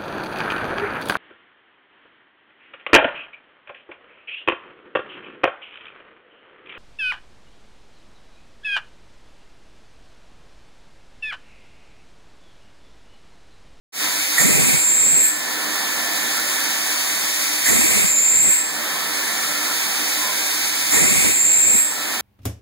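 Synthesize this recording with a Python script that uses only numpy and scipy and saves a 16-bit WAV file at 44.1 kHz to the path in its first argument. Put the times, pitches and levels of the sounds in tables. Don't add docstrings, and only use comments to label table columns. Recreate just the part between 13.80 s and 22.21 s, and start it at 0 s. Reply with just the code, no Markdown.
import sys
import numpy as np
from scipy import signal
from scipy.fft import rfft, irfft, next_fast_len
from scipy.io import wavfile

SR = 44100
rng = np.random.default_rng(int(sys.argv[2]) if len(sys.argv) > 2 else 0)


def wav_out(sig):
    wavfile.write(sys.argv[1], SR, np.round(np.clip(np.atleast_2d(sig).T, -1, 1) * 32767).astype(np.int16))


N = 370881
TIME = np.arange(N) / SR

# f/Hz, density/dB
HISS_SPECTRUM = [(100, -11.5), (500, -17), (1500, -8), (2200, 4.5), (3000, -4.5), (4400, 0.16), (5200, -4),
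                 (6400, 5.5), (8200, -7), (9600, 1.5), (11500, -6), (14000, -6), (15500, -7.5)]
CUT_SPECTRUM = [(30, -22), (90, -40), (125, -13), (175, -1), (320, 2), (420, -4), (700, -3.5), (1000, -5),
                (1250, -3), (1450, -3), (1900, -1.5), (2500, -8), (3200, -4.5), (6000, -14.5),
                (15000, -13.5)]
BUFFET_SPECTRUM = [(25, 2), (65, -3), (90, -5), (125, -0.5), (180, 1), (250, -1), (400, -2.5), (600, -8.5),
                   (1000, -15), (2000, -28), (5000, -52)]
# f/Hz, likeness/0-1
MIC_LIKENESS = [(100, 0.89), (400, 0.79), (900, 0.89), (2000, 0), (5000, 0.04), (15000, 0)]
# f/Hz, width/Hz, level/dB against the hiss
HISS_RESONANCES = [(3687, 300, -17), (4436, 260, -21.5), (3580, 12, -26.5)]
# t/s, level/dB, half-length/s
RUSH_SURGES = [(0.255, -28.5, 0.037), (2.8, -35.5, 0.11), (3.613, -32, .025), (5.87, -44, .13),
               (6.48, -44, .06)]
# t/s, gain/dB, half-length/s
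RUSH_LULLS = [(0.503, -1, .04), (3.553, -7, 0.028), (6.92, 0, .025)]
# f/Hz, level/dB, share of the swell/0-1, lag at the right microphone/s
WHINE_PARTIALS = [(1753.5, -3, 1, .00009), (1886, -2.5, .6, .00013)]
# f/Hz, width/Hz, level/dB
MACHINE_HUMS = [(170, 14, -49), (258, 14, -51), (303, 20, -40.5), (393, 10, -55), (458, 8, -56),
                (604, 14, -49.5), (780, 20, -54), (845, 10, -52.3), (978, 7, -50.3), (1030, 25, -53),
                (1357, 12, -52), (1503, 10, -50.5), (1819, 26, -52), (2075, 14, -50.5), (2280, 34, -46)]
# t/s, pop level/dB, pop f/Hz, pop decay/s, jet level/dB,
# whistle f/Hz once lowered, sealing by the next hole/(dB/s), buffet level/dB,
# squeak level/dB at the next touch, whine level/dB in the next hole
DRILL_RETRACTS = [(.582, -16, 1950, 0.012, -19.5, 7470, 129, -22.5, -29.5, -29),
                  (3.864, -19.5, 1900, 0.023, -19.5, 7210, 101, -24, -34, -32),
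                  (7.122, -26, 1886, 0.026, -19, 7385, 106, -23, -31, -34.5)]
# f/Hz, level/dB
WALL_WAVES = [(6971, 3), (7107, 0), (7215, -9), (7350, -5), (7492, -2), (7607, -5), (7790, -13)]
# f/Hz, level/dB
FRESH_HOLE_MODES = [(1820, -1), (1948, 0), (2070, -4)]
# t/s, level/dB, f/Hz
JET_GUSTS = [(.609, -22, 150), (.655, -14.5, 185), (.668, -19, 240), (.686, -18, 280), (.694, -22, 430),
             (.703, -19, 190), (.753, -22, 170), (.795, -18, 160), (.835, -22, 125), (.873, -21, 260),
             (.886, -22, 230), (.904, -19.5, 240), (.944, -19, 150), (1.338, -28, 170), (1.381, -27, 270),
             (3.924, -22, 220), (3.932, -21, 450), (3.996, -20, 230), (4.047, -19, 320), (4.165, -21, 200),
             (4.2, -24, 400), (4.248, -20.5, 190), (4.658, -25, 280), (7.137, -24, 300), (7.184, -22, 450),
             (7.227, -22, 170), (7.25, -19.5, 250), (7.318, -21, 200), (7.385, -23, 170), (7.475, -22, 210),
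             (7.955, -27, 200)]
# t/s, level/dB, f/Hz
WHISTLE_FLARES = [(1.303, -14, 7480), (7.841, -11.5, 7420), (7.88, -14, 7560)]
# t/s, level/dB, f/Hz, half-length/s
METAL_RINGS = [(2.68, -43, 1465, 0.16), (6.6, -39, 1600, 0.1), (5.82, -39, 1375, 0.12),
               (6.48, -36.5, 1000, 0.068)]

CYCLE_S, PULL_S, HIGH_S, LOWER_S, TOUCH_S = 3.27, .2, .36, .12, .87
OPEN_S, OPEN_DB_PER_S, BLAST_S = .021, 328, .09


def from_db(db):
    return 10 ** (np.asarray(db) / 20)


def rms_one(x):
    return x / np.sqrt(np.mean(np.abs(x) ** 2) + 1e-20)


def ramp(age, start_s, length_s):
    return np.clip((age - start_s) / length_s, 0, 1)


def bump(offset, half_length):
    return np.exp(-np.minimum((offset / half_length) ** 2, 50))


def at_hz(points, hz):
    freqs, values = np.array(points).T
    return np.interp(np.log(hz), np.log(freqs), values)


def drift(rate_hz):
    step, settle = 40, 2000
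    pole = np.exp(-2 * np.pi * step * rate_hz / SR)
    white = rng.standard_normal(N // step + settle + 2)
    slow = signal.lfilter([1], [1, -2 * pole, pole * pole], white)[settle:]
    return np.interp(np.arange(N) / step, np.arange(len(slow)), rms_one(slow))


def from_left(x, lag_s):
    return np.array([x, np.interp(TIME - lag_s, TIME, x)])


def turbulence(spectrum, flicker_db, flicker_hz, likeness=1):
    out, edges = 0, 25 * 2 ** (np.arange(29) / 3)
    white = rng.standard_normal((2, 2, N))
    for k, (low, high) in enumerate(zip(edges, edges[1:])):
        band = signal.butter(2, [low, high], "band", fs=SR, output="sos")
        mid, side = signal.sosfilt(band, white[k % 2])
        hz = np.sqrt(low * high)
        alike = np.clip(likeness * at_hz(MIC_LIKENESS, hz), -1, 1)
        gain = from_db(at_hz(spectrum, hz) + flicker_db * drift(flicker_hz))
        out += gain * (np.sqrt(1 + alike) * mid + np.sqrt(1 - alike) * side * [[1], [-1]])
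    return rms_one(out)


def resonance(hz, width_hz, steady=0, channels=2):
    white = rng.standard_normal((channels, N // 2)) + 1j * rng.standard_normal((channels, N // 2))
    wander = signal.lfilter(*signal.butter(2, 1 / 8), white)
    wander = rms_one(wander / np.abs(wander) ** steady)
    read_at = 100 + np.cumsum(8 * width_hz * np.ones(N)) / SR
    carrier = np.exp(2j * np.pi * np.cumsum(hz * np.ones(N)) / SR)
    return np.sqrt(2) * np.array([(np.interp(read_at, np.arange(N // 2), w) * carrier).real
                                  for w in wander])


def current_retract():
    rows = np.array(DRILL_RETRACTS)
    latest = np.searchsorted(rows[:, 0] - PULL_S, TIME) - 1
    t, *columns = rows[np.maximum(latest, 0)].T
    return [TIME - t + CYCLE_S * (latest < 0), *columns]


def jet_stroke(age):
    landed_s = HIGH_S + LOWER_S
    blast = np.exp(-np.maximum(age, 0) / BLAST_S)
    free_db = OPEN_DB_PER_S * np.minimum(age - OPEN_S, 0)
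    return ramp(age, HIGH_S, LOWER_S), ramp(age, landed_s, TOUCH_S - landed_s), blast, free_db


def cut_stroke(age, bite_s, lead_s=0):
    start_s = TOUCH_S - lead_s
    load = ramp(age, start_s, bite_s) + 1 - ramp(age, 0, BLAST_S)
    depth = ramp((age - start_s) % CYCLE_S, 0, CYCLE_S - start_s)
    return load, depth


def flute_hiss(age):
    empty_db, full_db, fill_delay_s, fill_s = -28, -21.5, .17, .71
    lowered, *_ = jet_stroke(age)
    empty = lowered * np.exp(-np.maximum(age - TOUCH_S - fill_delay_s, 0) / fill_s)
    level_db = full_db + (empty_db - full_db) * empty
    flutter_db = .5 * drift(14)
    hiss = turbulence(HISS_SPECTRUM, flicker_db=.4, flicker_hz=10)
    modes = sum(from_db(db) * resonance(hz, width_hz) for hz, width_hz, db in HISS_RESONANCES)
    return from_db(level_db + flutter_db) * (hiss + modes)


def rush(age):
    idle_db, jet_db, blast_db, cut_db, muffled_db = -36, -35, 11.5, -28, 9
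    lowered, _, blast, free_db = jet_stroke(age)
    load, depth = cut_stroke(age, bite_s=.27)
    jet = (1 - lowered) * from_db(jet_db + free_db + blast_db * blast)
    cut = load * from_db(cut_db - muffled_db * depth ** 3.6)
    surges = sum(from_db(db) * bump(TIME - t, half_s) for t, db, half_s in RUSH_SURGES)
    level = np.sqrt(from_db(idle_db) ** 2 + jet ** 2 + cut ** 2 + surges ** 2)
    lull_db = sum(db * bump(TIME - t, half_s) for t, db, half_s in RUSH_LULLS)
    return level * from_db(lull_db) * turbulence(CUT_SPECTRUM, flicker_db=1.7, flicker_hz=12)


def spindle(age, loaded_db):
    idle_db, hum_ease_db, waver_hz = -40.5, -4, .886
    load, depth = cut_stroke(age, bite_s=.05, lead_s=.059)
    off_peak_db = 28 * (depth - .32) ** 2
    swell = np.hypot(1, load * from_db(loaded_db - idle_db - off_peak_db))
    hums = sum(from_db(db) * resonance(hz, width_hz, channels=1)[0] for hz, width_hz, db in MACHINE_HUMS)
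    out = from_left(from_db(hum_ease_db * (1 - load)) * hums, lag_s=.00005)
    for hz, db, share, lag_s in WHINE_PARTIALS:
        phase = 2 * np.pi * np.cumsum(hz + waver_hz * drift(3.5)) / SR
        out += from_left(from_db(idle_db + db) * swell ** share * np.sin(phase), lag_s)
    return out


def enclosure(x, t60, wet_db):
    size = next_fast_len(N + SR // 2)
    hz = np.arange(size // 2 + 1) * SR / size
    delay_s = np.arange(SR // 4) / SR
    echoes = rng.standard_normal((2, len(delay_s))) * from_db(-60 * delay_s / t60) * (delay_s > .003)
    mid, side = rfft(echoes / np.sqrt(np.sum(echoes ** 2, axis=1, keepdims=True)), size)
    alike = 1 / (1 + (hz / 1300) ** 2)
    walls = np.sqrt((1 + alike) / 2) * mid + np.sqrt((1 - alike) / 2) * side * [[1], [-1]]
    wet = from_db(wet_db) / np.sqrt(1 + (hz / 8000) ** 2)
    return irfft(rfft(x, size) * (1 + wet * walls) / np.sqrt(1 + wet ** 2), size)[:, :N]


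def spray(age, jet_db):
    _, _, blast, _ = jet_stroke(age)
    opening_db = 41 * np.minimum(age - OPEN_S, 0)
    spurt_db = 10.5 * blast * ramp(age, -OPEN_S, OPEN_S)
    fade = 1 - ramp(age, HIGH_S, length_s=.24)
    return fade * from_db(jet_db - 11 + opening_db + spurt_db) * resonance(11000, width_hz=5200)


def pops():
    rise_s, ring_db, ring_decay_s = .0044, -30.5, .11
    modes = sum(from_db(db) * resonance(hz, width_hz=45, channels=1)[0] for hz, db in FRESH_HOLE_MODES)
    out = 0
    for t, db, hz, decay_s, *_ in DRILL_RETRACTS:
        rise = np.exp(np.minimum(TIME - t, 0) / rise_s)
        after = np.maximum(TIME - t, 0)
        crack = from_db(db) * np.exp(-after / decay_s) * resonance(hz, 300, steady=.4, channels=1)[0]
        ring = from_db(ring_db) * np.exp(-after / ring_decay_s) * modes
        out += rise * (crack + ring)
    return from_left(out, lag_s=.00007)


def free_jet(age, jet_db, landing_hz, seal_db_per_s, squeak_db):
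    high_hz, blast_sag_hz, touch_hz, upper_hz = 7945, 594, 7683, 12300
    blast_db, near_db, closing_db = 2, 3.5, 2.5
    lowered, closed, blast, free_db = jet_stroke(age)
    high = 1 - lowered
    sealed_db = seal_db_per_s * np.maximum(age - TOUCH_S, 0)
    boost_db = blast_db * blast + near_db * lowered ** 2 + closing_db * closed
    level = from_db(jet_db + free_db - sealed_db + boost_db)
    near_hz = landing_hz + (touch_hz - landing_hz) * closed
    hz = high * (high_hz - blast_sag_hz * blast) + lowered * near_hz
    edge_tone = resonance(hz, width_hz=1000 * high + 470 * lowered, steady=.61)
    whistle = standing_waves(edge_tone, width_hz=17.6, between_db=-1.5)
    skirt = from_db(-4 * high - 17 * lowered) * resonance(hz, width_hz=2600 * high + 1500 * lowered)
    hollow_hz = 2390 - 240 * np.exp(-np.maximum(age, 0) / .12)
    hollow = from_db(-4 * high - 15 * lowered - 3 * blast) * resonance(hollow_hz, width_hz=560)
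    sizzle = from_db(-14.5 * high - 18 * lowered) * resonance(upper_hz, width_hz=2800 - 1100 * high)
    squeak = from_db(squeak_db) * bump(age - TOUCH_S, .053) * resonance(upper_hz, width_hz=560)
    return level * (whistle + skirt + hollow + sizzle) + squeak


def standing_waves(x, width_hz, between_db):
    peaks = sum(from_db(db) * signal.lfilter(*signal.iirpeak(hz, hz / width_hz, fs=SR), x)
                for hz, db in WALL_WAVES)
    return from_db(between_db) * x + peaks


def buffeting(age, rumble_db):
    rise_s, drop_s, stop_s, sag_db_per_s, drop_db = .047, .06, .06, 14, 9.5
    _, closed, *_ = jet_stroke(age)
    blowing = ramp(age, 0, rise_s) * ramp(-age, -TOUCH_S - stop_s / 4, stop_s)
    stroke_db = drop_db * (closed - ramp(age, .38, drop_s)) - sag_db_per_s * np.clip(age, 0, HIGH_S)
    rumble = turbulence(BUFFET_SPECTRUM, flicker_db=2.5, flicker_hz=22, likeness=.1)
    lumps_db = 1.8 * drift(23)
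    return blowing * from_db(rumble_db + stroke_db + lumps_db) * rumble


def gusts(cycles):
    out = 0
    for (t, db, hz), start_turn in zip(JET_GUSTS, rng.random(len(JET_GUSTS))):
        turns = hz * (TIME - t)
        out += from_db(db) * bump(turns, cycles) * np.cos(2 * np.pi * (turns + start_turn))
    return out * np.array([[1.5], [-.2]])


def flares(half_s):
    tones = sum(from_db(db) * bump(TIME - t, half_s) * np.sin(2 * np.pi * hz * TIME)
                for t, db, hz in WHISTLE_FLARES)
    return from_left(tones, lag_s=.00003)


def cut_rings(width_hz):
    rings = sum(from_db(db) * bump(TIME - t, half_s) * resonance(hz, width_hz, channels=1)[0]
                for t, db, hz, half_s in METAL_RINGS)
    return from_left(rings, lag_s=.00005)


def scene():
    age, *_, jet_db, landing_hz, seal_db_per_s, rumble_db, squeak_db, whine_db = current_retract()
    drilling = flute_hiss(age) + rush(age)
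    jet = spray(age, jet_db) + free_jet(age, jet_db, landing_hz, seal_db_per_s, squeak_db)
    enclosed = enclosure(drilling + jet, t60=.25, wet_db=-8.5)
    blasts = buffeting(age, rumble_db) + gusts(cycles=1.8) + pops()
    tones = flares(half_s=.0049) + cut_rings(width_hz=90) + spindle(age, whine_db)
    lean_db = 1.5
    return (enclosed + blasts + tones) * from_db([[lean_db], [-lean_db]])


def record(dry):
    lag_samples, side_cross, centre_lean_db, cutoff_hz = 16, 1.22, -.9, 15700
    mid, side = (dry[0] + dry[1]) / 2, (dry[0] - dry[1]) / 2
    late_mid, late_side = np.pad([mid, side], ((0, 0), (lag_samples, 0)))[:, :N]
    centre = (mid - late_mid) / np.sqrt(2) * from_db([[centre_lean_db], [-centre_lean_db]])
    sides = (side + side_cross * late_side) / np.hypot(1, side_cross) * [[1], [-1]]
    fade = np.interp(TIME, [.122, .222], [0, 1])
    top_cut = signal.ellip(12, .1, 80, cutoff_hz, fs=SR, output="sos")
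    return signal.sosfilt(top_cut, (centre + sides) * fade)


dry = scene()
out = record(dry)
wav_out(out)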